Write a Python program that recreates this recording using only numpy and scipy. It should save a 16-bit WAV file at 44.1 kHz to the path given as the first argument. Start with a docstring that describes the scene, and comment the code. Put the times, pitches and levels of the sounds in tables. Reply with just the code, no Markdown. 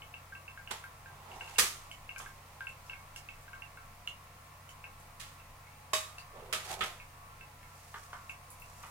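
"""Coffee dripping in a quiet kitchen

Brewed coffee drips from a paper filter into a glass server. Drops slap the surface, and most trap a small
bubble: a decaying sine whose ping rings the air in the server. Other drops are dull splashes of noise, and
foam bursts with tiny snaps. To the right, things clack and rub on the counter: noise and struck tones
coloured by their resonances. Behind it all are a fridge made of wavering sines and a noise rumble with hiss.
"""
import sys
import numpy as np
from scipy import signal
from scipy.fft import rfft, irfft, next_fast_len
from scipy.io import wavfile
from scipy.ndimage import uniform_filter1d

SR = 44100
rng = np.random.default_rng(int(sys.argv[2]) if len(sys.argv) > 2 else 0)


def generate_wav(signal):
    """Clip the signal to [-1, 1] and save it as 16-bit WAV at the path in sys.argv[1]."""
    frames = np.transpose(np.atleast_2d(signal))
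    scaled = np.clip(frames, -1, 1) * 32767
    pcm = np.round(scaled).astype(np.int16)
    wavfile.write(sys.argv[1], SR, pcm)


N = 392490
TIME = np.arange(N) / SR  # seconds from the start of the scene
AGE = TIME[:SR // 2]  # seconds from the start of one event
EARLY = int(.03 * SR)  # samples used to set an event's level
TOP_HZ = 15900

# all pans are left minus right, added before aside() places the near sounds
DRIP_PAN_DB, DRIP_PAN_SCATTER_DB = -1.2, 2.3
# slap against bubble at the usual pitch, and its gain per octave down
USUAL_BUBBLE_HZ, SLAP_DB, SLAP_DB_PER_OCTAVE = 2720, -6, 8.5
# droplets that splash back between the drops: centres of their random pitch and level
DROPLETS_PER_S, DROPLET_DB, DROPLET_HZ = .7, -60.5, 2400

# drops that trap a bubble: [start_s, starting pitch_hz, early level_db]
BUBBLE_DROPS = [(.02, 3000, -51.5), (.14, 2750, -48), (.323, 1540, -47.5), (.351, 2700, -52),
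                (.4795, 2720, -48.5), (.575, 1730, -48.5), (.675, 2860, -48.5), (.8393, 1400, -47.5),
                (1.059, 1740, -52), (1.315, 2830, -54), (1.409, 2810, -44), (1.477, 2730, -52.5),
                (1.559, 2730, -48.5), (1.914, 3000, -48.5), (2.0923, 2760, -44), (2.161, 2380, -46),
                (2.261, 1700, -50), (2.607, 1500, -42), (2.6695, 2700, -42), (2.8965, 2750, -44.5),
                (2.933, 2250, -49), (3.161, 2800, -50), (3.288, 2565, -47), (3.48, 1530, -54.5),
                (3.5317, 1550, -47.5), (3.621, 2750, -48), (3.773, 1520, -53.5), (4.075, 2830, -39),
                (4.691, 3050, -56.5), (4.841, 2530, -48), (6.182, 2680, -50), (7.0, 2420, -52),
                (7.41, 2610, -52), (8.295, 2690, -43.5), (8.621, 2660, -54)]
# resonances of the air in the server: [pitch_hz, width_hz, relative gain_db]
SERVER_AIR = [(1040, 120, -10), (1430, 57, 4.5), (1582, 25.5, 15.5), (2200, 19, 12), (2440, 46, -1),
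              (2636, 45, 5), (2687, 53, -4), (2760, 53, -9), (2940, 32, -31), (3770, 35, -50)]


def drops(bubble_t60=0.013, rise_per_s=0.83, open_db=-9):
    """A drop slaps the surface; its bubble pings, rising a little, and both ring the server's air."""
    f = freqs(AGE)
    server = undb(open_db) * resonance(f, 2240, 1900)
    server = server + sum(undb(db) * resonance(f, hz, width) for hz, width, db in SERVER_AIR)
    falls = BUBBLE_DROPS + sprinkle(DROPLETS_PER_S, DROPLET_HZ, DROPLET_DB)
    chances = rng.standard_normal((len(falls), 2))
    for (start_s, hz, level_db), (decay_chance, pan_chance) in zip(falls, chances):
        # each bubble dies away at its own speed, around the usual time
        t60 = bubble_t60 * undb(2.5 * decay_chance)
        ping = np.sin(2 * np.pi * hz * (AGE + rise_per_s * AGE ** 2 / 2)) * fade(AGE, t60)
        ping *= 1 - fade(AGE, 0.0024)
        # a bigger drop traps a lower bubble and slaps harder and more dully
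        slap_db = SLAP_DB + SLAP_DB_PER_OCTAVE * np.log2(USUAL_BUBBLE_HZ / hz)
        slap = rng.standard_normal(len(AGE)) * fade(AGE, 0.0057)
        slap = shape(slap, resonance(f, np.sqrt(hz * 1700), 2560) ** 3)
        rung = shape(unit(ping) + undb(slap_db) * unit(slap), server)
        sound = kitchen(rung, wet_db=-2, t60=.17)
        pan_db = DRIP_PAN_DB + DRIP_PAN_SCATTER_DB * pan_chance
        yield start_s, sound * undb(level_db) / early(sound), pan_db


# drops that land without a bubble: [start_s, early level_db]
DULL_DROPS = [(7.9404, -44.5), (8.129, -44.5), (8.834, -48)]


def plops(plop_hz=1100, width_hz=1050, plop_t60=0.062):
    """A drop that traps no bubble makes only a dull splash of noise."""
    for start_s, level_db in DULL_DROPS:
        splash = rng.standard_normal(len(AGE)) * fade(AGE, plop_t60) * (1 - fade(AGE, .008))
        splash = shape(splash, resonance(freqs(AGE), plop_hz, width_hz) ** 2)
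        sound = kitchen(splash, wet_db=0, t60=0.21)
        yield start_s, sound * undb(level_db) / early(sound), DRIP_PAN_DB


# fainter foam bursts: centres of their random pitch and level
FOAM_PER_S, FOAM_DB, FOAM_HZ = .7, -63.5, 8000
# the clearest bursts of foam: [start_s, pitch_hz, early level_db]
FOAM_BURSTS = [(1.914, 7160, -58.5), (2.865, 5250, -63), (3.1615, 5200, -51), (4.073, 6650, -57),
               (4.692, 6740, -59), (6.1835, 4700, -54.5), (8.298, 7000, -59), (8.503, 10200, -53.5),
               (8.6, 13800, -57)]


def foam(ping_db=-9, ping_t60=0.026):
    """A tiny bubble bursts with a snap of noise and a high ping."""
    for start_s, hz, level_db in FOAM_BURSTS + sprinkle(FOAM_PER_S, FOAM_HZ, FOAM_DB):
        snap = rng.standard_normal(len(AGE)) * fade(AGE, 0.017)
        snap = shape(snap, resonance(freqs(AGE), hz, 1.3 * hz) ** 2)
        ping = np.sin(2 * np.pi * hz * AGE) * fade(AGE, ping_t60)
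        sound = kitchen(snap + undb(ping_db) * ping, wet_db=4, t60=0.15)
        yield start_s, sound * undb(level_db) / early(sound), DRIP_PAN_DB


def sprinkle(per_s, hz, level_db, octaves=0.27, scatter_db=2):
    """Faint events at random moments: rows of (start_s, pitch_hz, level_db)."""
    rows = []
    for when, pitch, loud in rng.uniform(-1, 1, (int(per_s * N / SR), 3)):
        start_s = (when + 1) / 2 * N / SR
        rows.append((start_s, min(hz * 2 ** (octaves * pitch), TOP_HZ), level_db + scatter_db * loud))
    return rows


# weight is the rattle time against this usual one: a heavier thing thuds more and is damped sooner
USUAL_RATTLE_S, WEIGHT_DAMPING = 0.011, .3
# thud level and decay time at the usual weight
KNOCK_THUD_DB, KNOCK_T60_S = -5.5, 0.32
KNOCK_ATTACK_S, KNOCK_PAN_DB = 0.0074, -2
# ringing against the rattle, before sharing between cup and metal
CUP_DB, METAL_DB = -1, -10

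# things set down on the counter: [start_s, middle level_db, bass against it_db, treble against it_db,
# rattle_s, hollow pitch_hz, cup against metal (0 to 1)]
SET_DOWNS = [ (0.7071, -40, -2, -4.5, 0.01, 910, 0), (1.5828, -25, -10, 1, 0.015, 1160, .01),
             (2.1801, -65.5, -4, 16, 0.0028, 1200, 0.1), (2.199, -49.5, 0.5, -31, 0.006, 1160, 0),
             (5.197, -47, -19, -2.5, 0.0029, 1200, 0), (5.9326, -31.5, -1, -1, 0.0072, 1085, 0.94),
             (6.526, -33, -8.5, -4, 0.012, 1210, 0.05), (6.808, -31.5, -7.5, -17, .019, 1300, .03),
             (6.836, -45, -3, -1, 0.0044, 745, 0.05)]
# ringing tones of a cup: [pitch_hz, relative level_db, time to fade 60 dB_s]
CUP_TONES = [(415, -6, .14), (455, -8, .14), (630, 1.5, .38), (1095, -3, .1), (1131, -11, .33),
             (1211, -15, .85), (1551, -9, .31), (2552, -4, .28), (3000, -7, .25), (3510, -9, .25),
             (3777, -3, .34), (4860, -4, .25), (5417, -6, .26), (6390, -6, .25), (6595, -8, .25),
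             (7670, -5, .32), (7800, 0, .08), (9022, -9, .21), (9521, -1, .23)]
# ringing tones of a small metal thing: [pitch_hz, relative level_db, time to fade 60 dB_s]
METAL_TONES = [(470, -4, .2), (1297, -6, .16), (3133, -2, .15), (3386, -6, .22), (5157, -3, .2),
               (5475, -7, .38), (6360, -7, .38), (7192, -5, .21), (7569, -4, .24), (9669, -4, .24),
               (9750, 0, .22), (11165, -3, .2), (11285, -4, .2)]


def knocks(room_db=-16):
    """A quick rattle of contacts rings the thing that is set down and dies away in the room."""
    for start_s, db, bass_db, treble_db, rattle_s, hollow_hz, cup in SET_DOWNS:
        weight = rattle_s / USUAL_RATTLE_S
        t60 = KNOCK_T60_S / weight ** WEIGHT_DAMPING
        thud_db = KNOCK_THUD_DB + 20 * np.log10(weight)
        # single contacts, 32 samples each, stand out at first and are smoother later
        steps = np.repeat(rng.standard_normal(len(AGE)), 32)[:len(AGE)]
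        grain = undb(4 * fade(AGE, .4) * steps)
        # the nearer, right side starts loud and the left soft; then they even out
        blow = 1 + np.array([[-.3], [.7]]) * fade(AGE, 0.082)
        # hold for the rattle, then die away over a longer room tail
        decay = fade(np.maximum(AGE - rattle_s, 0), t60) + undb(room_db) * fade(AGE, 0.71)
        rattle = pair(len(AGE), 950) * grain * blow * decay * (1 - fade(AGE, KNOCK_ATTACK_S))
        cup_ring = np.sqrt(cup) * undb(CUP_DB) * ring(CUP_TONES)
        metal_ring = np.sqrt(1 - cup) * undb(METAL_DB) * ring(METAL_TONES)
        knock = rattle / early(rattle) + cup_ring + metal_ring
        levels = (db + bass_db, db, db + treble_db)
        yield start_s, contact(knock, knock[:, :EARLY], levels, hollow_hz, thud_db), KNOCK_PAN_DB


def ring(tones):
    """Struck tones, each a close beating pair; the low ones reach both sides nearly in step."""
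    x = np.zeros((2, len(AGE)))
    for (hz, db, t60), chance in zip(tones, rng.uniform(-1.17, 1, (len(tones), 5, 1))):
        spread = np.pi * min(hz / 3000, 1)
        twin_hz = hz * (1 + 0.0053 * chance[4])
        tone = np.sin(2 * np.pi * hz * AGE + spread * chance[:2])
        twin = np.sin(2 * np.pi * twin_hz * AGE + spread * chance[2:4])
        x += undb(db) * fade(AGE, t60) * (tone + .5 * twin)
    x *= 1 - fade(AGE, .01)
    return x / early(x)


RUB_THUD_DB, RUB_PAN_DB = -5, -4
# things slid and handled: [middle_s, half length_s, middle level before the swell_db,
# brightness from band to band_db, hollow pitch_hz]
SLIDES = [(1.3, 0.14, -65, -10, 800), (1.506, 0.12, -60, 0.5, 900), (2.48, 0.85, -69, -2.5, 815),
          (6.37, 0.023, -63.5, -13, 530), (6.473, .06, -65.5, -11, 478), (6.687, 0.043, -51.5, 0.5, 750),
          (6.72, .017, -44.5, -3, 750), (7.984, 0.21, -69.5, 8, 1000), (8.86, 0.21, -71, 10.5, 1010)]


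def rubs(room_db=-2):
    """Sliding contact swells and fades; low lumps and fine scratches catch apart, and the room trails."""
    noise = pair(N, 940)
    lumps = shape(noise, 1 / (1 + (freqs(noise) / 1300) ** 4))
    scratches = noise - lumps
    scrape = lumps * undb(2.2 * walk(110)) + scratches * undb(2.5 * walk(260))
    for middle_s, half_s, db, bright_db, hollow_hz in SLIDES:
        span = (TIME > middle_s - 3 * half_s) & (TIME < middle_s + 3 * half_s + .2)
        x, t = scrape[:, span], TIME[span]
        swell = np.exp(-((t - middle_s) / half_s) ** 2 / 2)
        trail = undb(room_db) * fade(np.maximum(t - middle_s, 0), 0.45) * (t > middle_s)
        rub = contact(x, x, (db - bright_db, db, db + bright_db), hollow_hz, RUB_THUD_DB)
        yield t[0], rub * np.maximum(swell, trail), RUB_PAN_DB


# bass, middle and treble of a contact: [low edge_hz, high edge_hz]
CONTACT_BANDS = [(300, 1400), (1400, 4500), (4500, 15000)]


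def contact(x, probe, levels, hollow_hz, thud_db):
    """Colour a contact by its body, then tilt it to bring its probe stretch near three band levels."""
    f = freqs(probe)
    probe_body = body(f, hollow_hz, thud_db)
    plain = []
    for lo, hi in CONTACT_BANDS:
        band = shape(probe, probe_body * (f > lo) * (f < hi))
        plain.append(np.sqrt(np.mean(band ** 2)))
    low, middle, high = np.array(levels) - 20 * np.log10(plain)
    tilt = [(1100, low), (1800, middle), (3400, middle), (5400, high)]
    # silence at the end keeps the filter from wrapping round to the start
    size = next_fast_len(x.shape[1] + SR // 10)
    padded = np.hstack([x, np.zeros((2, size - x.shape[1]))])
    f = freqs(padded)
    return shape(padded, body(f, hollow_hz, thud_db) * colour(f, tilt))[:, :x.shape[1]]


# colour of counter and room: [pitch_hz, gain_db]
COUNTER_COLOUR = [(40, -18), (130, 3.5), (220, 2.5), (285, -13.5), (370, 6.5), (560, 3.5), (900, 6.5),
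                  (1250, 3), (1700, -1.5), (3000, -4), (7000, 0), (10000, -3.5), (13000, -8), (16000, -16)]
# resonances of the counter's thud: [pitch_hz, width before squaring_hz, relative gain_db]
COUNTER_THUD = [(54.3, 28, 22.5), (229, 71, 5.5), (350, 86, 2), (502, 18, 0)]


def body(f, hollow_hz, thud_db, hollow_db=7):
    """Colour of a thing on the counter: a hollow resonance over a low thud."""
    thud = sum(undb(db) * abs(resonance(f, hz, width)) ** 2 for hz, width, db in COUNTER_THUD)
    hollow = undb(hollow_db) * abs(resonance(f, hollow_hz, 177)) ** 2
    plain = 1 / (1 + (480 / f) ** 3)  # little bass of its own
    return colour(f, COUNTER_COLOUR) * (plain + hollow + undb(thud_db) * thud)


# fridge motor: [pitch_hz, level before wavering_db]
FRIDGE_HUM = [(59.2, -67.5), (91.7, -61.5), (140.5, -67.5)]
# its whine: [pitch_hz, level before swell and wavering_db]
FRIDGE_WHINE = [(710.6, -73.5), (851, -71), (995.9, -70.5), (1066, -69.5), (1136.7, -65), (1346.5, -69.5),
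                (1776, -78), (1954, -80), (2336, -82), (2686, -77.5), (4215, -98), (8936, -81.5)]
# slow swell of the whine: [time_s, gain_db]
WHINE_SWELL = [(0, -1.1), (4.0, -0.62), (4.3, -0.56), (8.9, 0.61)]


def fridge(hum_waver=0.037, whine_waver=0.51):
    """Motor hum, alike on both sides, and a wavering whine that arrives by way of the walls."""
    out = np.zeros((2, N))
    for hz, db in FRIDGE_HUM:
        level = np.sqrt(2) * undb(db) * (1 + hum_waver * walk(7.6))
        out += level * np.sin(2 * np.pi * hz * TIME + 0.14 * walk(15))
    swell = undb(np.interp(TIME, *np.transpose(WHINE_SWELL)))
    for hz, db in FRIDGE_WHINE:
        # each side gets its own starting phase
        phase = 2 * np.pi * hz * TIME + 0.65 * walk(9) + rng.uniform(-1.7, 1.0, (2, 1))
        level = np.sqrt(2) * undb(db) * swell * (1 + whine_waver * walk(14))
        out += level * np.sin(phase)
    return out


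AIR_DB = -55.5  # rms before the rumble drifts
# colour of the still kitchen: [pitch_hz, relative level per Hz_db]
AIR_COLOUR = [(12, -42), (20, 7), (64, -22), (98, -12), (116, -7), (144, -10.5), (393, -24.5), (478, -16),
              (705, -14), (767, -14.5), (1100, -12.5), (1580, -19), (2270, -17), (3260, -25), (15500, -29)]


def air(rumble_db=2):
    """Room rumble that drifts a little, under an even hiss."""
    noise = pair(N, 880)
    f = freqs(noise)
    still = unit(shape(noise, colour(f, AIR_COLOUR)))
    rumble = shape(still, 1 / (1 + (f / 70) ** 4))
    return undb(AIR_DB) * (still + rumble * (undb(rumble_db * walk(4.06)) - 1))


def kitchen(x, wet_db, t60):
    """Direct sound and a short diffuse tail that builds within a few ms."""
    tail = pair(len(AGE), 1300) * fade(AGE, t60) * (1 - fade(AGE, 0.082))
    tail *= undb(wet_db) / np.sqrt(np.sum(tail ** 2) / 2)
    return x + signal.fftconvolve(x[None], tail, axes=1)[:, :len(x)]


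LAG_S = 9e-5


def aside(x, shade_hz=260):
    """A source right of centre reaches the left side later; only the bass is alike on both sides."""
    f = freqs(x)
    x = shape(x, np.exp(-2j * np.pi * f * np.array([[LAG_S], [0]])))
    mid = x.mean(axis=0)
    return mid + shape(x - mid, 1 / (1 + (shade_hz / f) ** 2))


def add(out, start_s, x, pan_db):
    """Mix a stereo sound in at a time and a place."""
    i = max(int(start_s * SR), 0)
    panned = x * undb(np.array([[pan_db], [-pan_db]]) / 2)
    out[:, i:i + x.shape[1]] += panned[:, :max(N - i, 0)]


def pair(size, alike_hz):
    """Noise for two sides: the same in the bass, unrelated far above alike_hz."""
    mid, side = rng.standard_normal((2, size))
    alike = 1 / (1 + (freqs(mid) / alike_hz) ** 2)
    shared = shape(mid, np.sqrt(1 + alike))
    return shared + np.array([[1], [-1]]) * shape(side, np.sqrt(1 - alike))


def walk(rate):
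    """Smooth random drift with a spread of 1, from new values drawn rate times a second."""
    k = int(SR / rate)
    steps = np.repeat(rng.standard_normal(N // k + 1), k)
    return unit(uniform_filter1d(uniform_filter1d(steps, k), k)[:N])


def resonance(f, hz, width):
    """Response of one resonance, gain 1 at its centre."""
    return 1 / (1 + 1j * (f ** 2 - hz ** 2) / (f * width))


def colour(f, points):
    """Gain along (pitch_hz, gain_db) points."""
    hz, db = np.transpose(points)
    return undb(np.interp(np.log(f), np.log(hz), db))


def shape(x, gain):
    """Filter by a gain for each frequency."""
    return irfft(rfft(x) * gain, x.shape[-1])


def freqs(x):
    """Frequency in Hz of each bin of a sound's spectrum, at least 1."""
    return np.maximum(np.arange(x.shape[-1] // 2 + 1) * SR / x.shape[-1], 1)


def fade(t, t60):
    """Exponential decay, 60 dB down after t60 seconds."""
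    return np.exp(-np.log(1000) * t / max(t60, 1e-4))


def early(x):
    """Rms of the first 30 ms, the early level."""
    return np.sqrt(np.mean(x[..., :EARLY] ** 2))


def unit(x):
    """Scale to rms 1."""
    return x / np.sqrt(np.mean(x ** 2))


def undb(db):
    """Decibels to gain."""
    return 10 ** (np.asarray(db) / 20)


def scene():
    """Drips in front, handling to the right, the kitchen behind."""
    near = np.zeros((2, N))
    for source in (drops, plops, foam, knocks, rubs):
        for start_s, sound, pan_db in source():
            add(near, start_s, sound, pan_db)
    return aside(near) + fridge() + air()


def record(dry):
    """A steep low-pass filter cuts the top of the treble."""
    lowpass = signal.ellip(10, .2, 70, TOP_HZ, fs=SR, output="sos")
    return signal.sosfilt(lowpass, dry)


dry = scene()
out = record(dry)
generate_wav(out)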